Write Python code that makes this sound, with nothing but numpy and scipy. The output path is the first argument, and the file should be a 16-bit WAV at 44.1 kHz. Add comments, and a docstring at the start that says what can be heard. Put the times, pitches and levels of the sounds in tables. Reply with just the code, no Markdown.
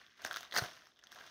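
"""Hands unroll a sheet of plastic bubble wrap close to a small microphone in a quiet room.
A faint tick comes first, then the film buckles in short snaps: clicks and ringing bursts of noise.
Air pockets knock as they fold, over a bed of fine crackle made of thousands of tiny bursts.
About half a second in, one pull ends in a dense burst and a soft low bump, a fading low tone.
Softer snaps and crackle follow near the end; a faint rumble and hiss run all through."""
import sys
import numpy as np
from scipy import signal
from scipy.io import wavfile

SR = 44100
rng = np.random.default_rng(int(sys.argv[2]) if len(sys.argv) > 2 else 0)


def attenuation_scalar(level_db):
    """Turn a level in dB into a linear amplitude multiplier (20 dB per decade)."""
    decades = np.asarray(level_db, float) / 20
    return 10 ** decades


def persist_wave(psi):
    """Save psi, clipped to +-1, as 16-bit WAV."""
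    counts = np.round(np.clip(psi, -1, 1) * 32767).astype(np.int16)
    wavfile.write(sys.argv[1], SR, np.atleast_2d(counts).T)


N = 57330  # length in samples: 1.3 s

# Fine crackle while the film slides and bends, which the rumble partly follows.
# Each row: time in seconds, level in dB, extra level of the low band in dB, of the body band in dB.
CRACKLE = [(0, -60.5, 1, 3.5), (.14, -68.5, -19, 3.5), (.2, -60.5, 4, 3), (.225, -54, 0.5, 2),
           (.26, -47.5, 1.5, -8), (.295, -55.5, 11, 3), (.32, -50, 7.5, 2.5), (.38, -49, -5.5, -0.5),
           (.46, -59, 3.5, 2), (.505, -62.5, 1, 0), (.525, -55, 12, -3), (.556, -47, 7, -8),
           (.565, -35, 4, -2), (.593, -35, 12, 6), (.599, -47.5, 5.5, -2), (.64, -45, 8.5, 0.5),
           (.68, -53, 5.5, 0.5), (.88, -64, -1.5, -0.5), (.94, -71.5, 1, -5.5), (1.1, -67.5, 7.5, 3.5),
           (1.12, -55.5, -2, -0.5), (1.2, -57, 9, 2), (1.3, -56.5, -1.5, -1)]
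GRAIN_T60_S = 0.0048  # time for the main part of a crackle grain or a knock's blow to fall by 60 dB


def curve(table, column):
    """One column of a time table, drawn as straight lines through every sample."""
    rows = np.array(table)
    return np.interp(np.arange(N) / SR, rows[:, 0], rows[:, column])


def evened(x):
    """Scales a signal to an rms of 1."""
    return x / np.sqrt(np.mean(x ** 2) + 1e-20)


def add(mix, s, sound):
    """Mixes a sound in at time s, in seconds."""
    part = mix[..., round(s * SR):][..., :sound.shape[-1]]
    part += sound[..., :part.shape[-1]]


def filtered(x, hz, kind):
    """A gentle filter that keeps only the low, middle or high part of a sound."""
    return signal.sosfilt(signal.butter(N=2, Wn=hz, btype=kind, fs=SR, output="sos"), x)


def ring(x, hz, width_hz):
    """A brief resonance of gain 1 at hz; the narrower it is, the longer it rings."""
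    return signal.lfilter(*signal.iirpeak(hz, hz / width_hz, fs=SR), x)


def bands(parts):
    """Filters four signals, the first into the low band, then body, bright and airy bands."""
    a, b, c = 1000, 2400, 7000  # where the bands meet, Hz
    shapes = [(a, "low"), ((a, b), "band"), ((b, c), "band"), (c, "high")]
    # every other band is turned upside down, so that neighbours join without a dip
    flips = np.reshape([1, -1, 1, -1], (4,) + (1,) * np.ndim(parts[0]))
    return flips * np.array([filtered(x, hz, kind) for x, (hz, kind) in zip(parts, shapes)])


def burst(noise, t60):
    """A buckle: a click, noise that dies in a few milliseconds and a faint longer flutter, peak 1."""
    rise_s = .0001
    flutter_db, flutter_t60_s = -15, 0.057
    click = 2.78  # height of the sharp first click
    t = np.arange(noise.shape[-1]) / SR
    fall = attenuation_scalar(-60 * t / t60) + attenuation_scalar(flutter_db - 60 * t / flutter_t60_s)
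    x = noise * (1 - np.exp(-(t + 1 / SR) / rise_s)) * fall
    x[..., 4] += click * np.sign(x[..., 4])
    return x / abs(x).max(-1, keepdims=True)


def snaps():
    """Each snap of the film is one burst with its own balance of bands and two rings."""
    # Distinct snaps of the film. Each row: start in seconds, level in dB, body ring in Hz,
    # extra level of the bright band in dB, bright ring in Hz, extra level of the airy band in dB.
    snap_table = [(.015, -29, 1430, -12, 3840, -18), (.2085, -42, 1560, 2, 3770, -12),
                  (.219, -28.5, 1500, 1.5, 4870, 5), (.2488, -7, 1500, -10, 3460, 1),
                  (.2617, -19.5, 1200, 7, 5300, 3), (.2651, -14.5, 1540, -12, 5880, -1),
                  (.2732, -21, 1640, -12, 3400, 6), (.311, -10, 1530, -3.5, 3260, -7),
                  (.3232, -17, 1660, -22, 4330, -5), (.3292, -30.5, 2040, 0, 4060, 20),
                  (.3422, -21, 1430, 11, 3600, -12), (.3498, -22, 1370, 2.5, 3630, -1),
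                  (.3609, -11, 1380, -3, 3500, 1.5), (.3695, -11.5, 1720, -4, 3700, 2.5),
                  (.4076, -35.5, 1520, 13.5, 3260, 19.5), (.4304, -20.5, 1560, -4, 3400, 3.5),
                  (.4505, -27, 1250, 3.5, 3800, -6), (.5117, -33, 1820, 14, 3700, 4),
                  (.5235, -17, 2000, 3, 3280, -5), (.529, -28, 1200, 15, 4030, 6),
                  (.54, -16, 1670, -11, 5500, 3), (.5469, -18, 1190, 9, 4770, 4),
                  (.5513, -15, 1960, -10, 4630, 2), (.5548, -13.5, 2030, -4, 5050, -6),
                  (.5584, -15.5, 1340, -11, 4100, 11), (.5634, -7, 1650, 5, 4280, -9),
                  (.567, -6.5, 1980, -16, 4140, -10), (.5746, -17, 1460, 17.5, 4740, 16),
                  (.5776, -18.5, 1150, 15.5, 4770, 16), (.582, -18, 1160, 3, 4240, 16.5),
                  (.5859, -7.5, 1620, 0, 4300, 7), (.592, -15.5, 1590, 9.5, 4230, -8),
                  (.6379, -16, 950, -5.5, 3130, 2.5), (.87, -32, 1040, 3, 5400, 0.5),
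                  (.9908, -39, 1810, 6.5, 3070, 5.5), (1.0282, -36.5, 1540, -23, 2990, -20),
                  (1.0381, -32, 1500, 10.5, 6300, -4), (1.0702, -36, 1760, 11.5, 3350, 8.5),
                  (1.1188, -30.5, 1550, 1, 3234, -2), (1.1261, -29.5, 1610, 5, 5360, -3),
                  (1.1883, -31.5, 1560, 6.5, 3250, -3), (1.2076, -35, 1530, 1, 4800, -17),
                  (1.265, -47.5, 1490, 9, 5850, 22)]
    t60_s = 0.0037
    balance_db = (-17.5, -6.5, -8, 0)  # low, body, bright, airy
    ring_width_hz, ring_db = (330, 410), (15, 17)  # body, bright
    out = np.zeros(N)
    noise = rng.standard_normal((len(snap_table), 1200))
    # the airy band dies half as fast as the others
    parts = bands([burst(noise, t60_s)] * 3 + [burst(noise, 2 * t60_s)])
    for k, (s, db, body_hz, bright_db, bright_hz, air_db) in enumerate(snap_table):
        part = parts[:, k].copy()
        for band, hz, width_hz, gain_db in zip((1, 2), (body_hz, bright_hz), ring_width_hz, ring_db):
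            part[band] += attenuation_scalar(gain_db) * ring(part[band], hz, width_hz)
        part /= np.linalg.norm(part, axis=1, keepdims=True)
        levels_db = db + np.add(balance_db, [0, 0, bright_db, air_db])
        add(out, s, attenuation_scalar(levels_db) @ part)
    return out


def knocks():
    """Each fold rings a pocket of air, low and short: a burst through two resonances."""
    # Hollow knocks as air pockets fold. Each row: start in seconds, energy in dB, pitch in Hz.
    knock_table = [(.2488, -16.5, 624), (.4076, -31, 720), (.5513, -21, 816), (.5634, -11, 935),
                   (.5859, -17, 655), (0.621, -20.5, 460), (1.158, -36.5, 690), (1.177, -33.5, 890),]
    width_hz = 550
    out = np.zeros(N)
    blows = burst(rng.standard_normal((len(knock_table), 1200)), GRAIN_T60_S)
    for blow, (s, db, hz) in zip(blows, knock_table):
        sound = ring(ring(blow, hz, width_hz), hz, 2 * width_hz)
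        add(out, s, attenuation_scalar(db) * sound / np.linalg.norm(sound))
    return out


def crackle():
    """Random small buckles of many shapes and colours, with a smooth rubbing rustle beneath."""
    kinds = 48
    grains_per_s = 1400
    spread_db, biggest = 3.5, 3.93  # step of grain size; largest grain, in steps
    ring_db, colour_db, rustle_db = 10, 4, -6
    air_follow = 0.28  # airy band: extra dB for each dB of crackle level above -58 dB, less below
    starts = rng.random(N) < grains_per_s / SR
    size = attenuation_scalar(spread_db * np.minimum(rng.exponential(1, N), biggest)) * starts
    kind = rng.integers(0, kinds, N)

    # each kind of grain rings at its own pitch and has its own balance of the four bands
    shapes = burst(rng.standard_normal((kinds, 800)), GRAIN_T60_S)
    pitches_hz = np.geomspace(900, 14000, kinds)
    shapes = [x + attenuation_scalar(ring_db) * ring(x, hz, hz / 9) for x, hz in zip(shapes, pitches_hz)]
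    shapes /= np.linalg.norm(shapes, axis=1, keepdims=True)
    colour = attenuation_scalar(colour_db * rng.standard_normal((kinds, 4, 1)))
    grains = sum(colour[k] * signal.oaconvolve(size * (kind == k), shapes[k])[:N] for k in range(kinds))

    grains = grains / np.sqrt((grains ** 2).mean(1, keepdims=True))
    parts = grains + attenuation_scalar(rustle_db) * rng.standard_normal(N)
    level_db = curve(CRACKLE, 1)
    air_db = air_follow * (level_db + 58)
    tilt_db = np.array([curve(CRACKLE, 2), curve(CRACKLE, 3), np.zeros(N), air_db])
    return bands(parts * attenuation_scalar(tilt_db + level_db)).sum(0)


def bumps(low_noise):
    """The bundle knocks the hands: low tones, roughened by noise, rise quickly and fade."""
    # Low bumps. Each row: start in seconds, level in dB, pitch in Hz, time to fall by 60 dB in seconds.
    bump_table = [(0.249, -48, 279, 0.018), (0.574, -53, 175, 0.27), (.617, -34.5, 119, 0.059)]
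    rise_s, rough = 0.0052, .2
    out = np.zeros(N)
    t = np.arange(SR // 5) / SR  # each bump is cut off after 0.2 s
    for s, db, hz, t60 in bump_table:
        tone = np.sin(2 * np.pi * hz * t) + rough * np.roll(low_noise, -round(s * SR))[:len(t)]
        fade_db = -60 * np.maximum(t - rise_s, 0) / t60
        add(out, s, np.minimum(t / rise_s, 1) * attenuation_scalar(db + fade_db) * tone)
    return out


def handling_noise():
    """Steady low noise between 53.3 and 447 Hz, with an rms of 1."""
    edges = signal.butter(N=3, Wn=(53.3, 447), btype="band", fs=SR, output="sos")
    return evened(signal.sosfilt(edges, rng.standard_normal(N)))


def rumble(low_noise):
    """A faint rumble of handling that partly swells and sinks with the crackle."""
    base_db = -82  # level while the crackle is at -69.5 dB
    follow = 0.56  # dB of rumble for each dB of crackle
    return low_noise * attenuation_scalar(base_db + follow * (curve(CRACKLE, 1) + 69.5))


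def room(x):
    """A short diffuse tail: sparse reflections of random sign that die away."""
    t60_s, gap_s = 0.26, .003
    t = np.arange(SR // 2) / SR
    reflections = rng.choice([-1., 1.], len(t)) * (rng.random(len(t)) < .05)
    tail = reflections * attenuation_scalar(-60 * t / t60_s) * (t > gap_s)
    return signal.fftconvolve(x, tail / np.linalg.norm(tail))[:N]


def microphone(x):
    """The colour of a small microphone behind its port, a filter that never acts ahead of the sound."""
    # How strongly each pitch is picked up, before an overall lift.
    # Each row: frequency in Hz, relative gain in dB.
    response = [(30, -39), (300, -14), (520, -11), (655, -4.5), (850, -10), (1250, -9), (1550, -6),
                (1950, -7), (2300, -12), (2800, -8), (4700, -12), (6300, -12.5), (7300, -26.5),
                (10000, -26.5), (12200, -30), (14500, -24), (15600, -27), (16300, -48)]
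    lift_db = 9.0
    f, db = np.transpose(response)
    hz = abs(np.fft.fftfreq(8192, 1 / SR))
    log_gain = np.log(attenuation_scalar(np.interp(np.log(hz + 1), np.log(f + 1), db + lift_db)))
    # the phase that belongs to this gain makes the filter respond as early as it can
    phase = -signal.hilbert(log_gain).imag
    taps = np.fft.ifft(np.exp(log_gain + 1j * phase)).real[:4096]
    return signal.fftconvolve(x, taps)[:N]


def scene():
    """Film sounds with their room and hiss as the microphone colours them, plus the low handling."""
    room_db, hiss_db = -12.5, -91  # both ahead of the microphone's colour
    film = snaps() + knocks() + crackle()
    air = film + attenuation_scalar(room_db) * room(film) + attenuation_scalar(hiss_db) * rng.standard_normal(N)
    low_noise = handling_noise()
    handling = bumps(low_noise) + rumble(low_noise)
    return filtered(microphone(air) + handling, 28, "high")[None]


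def top_cut(x):
    """Nothing passes above the cut-off."""
    return signal.sosfilt(signal.butter(12, 16480, fs=SR, output="sos"), x)


def record(dry):
    """Turns the finished mix into the sound that is saved."""
    return top_cut(dry)


dry = scene()
out = record(dry)
persist_wave(out)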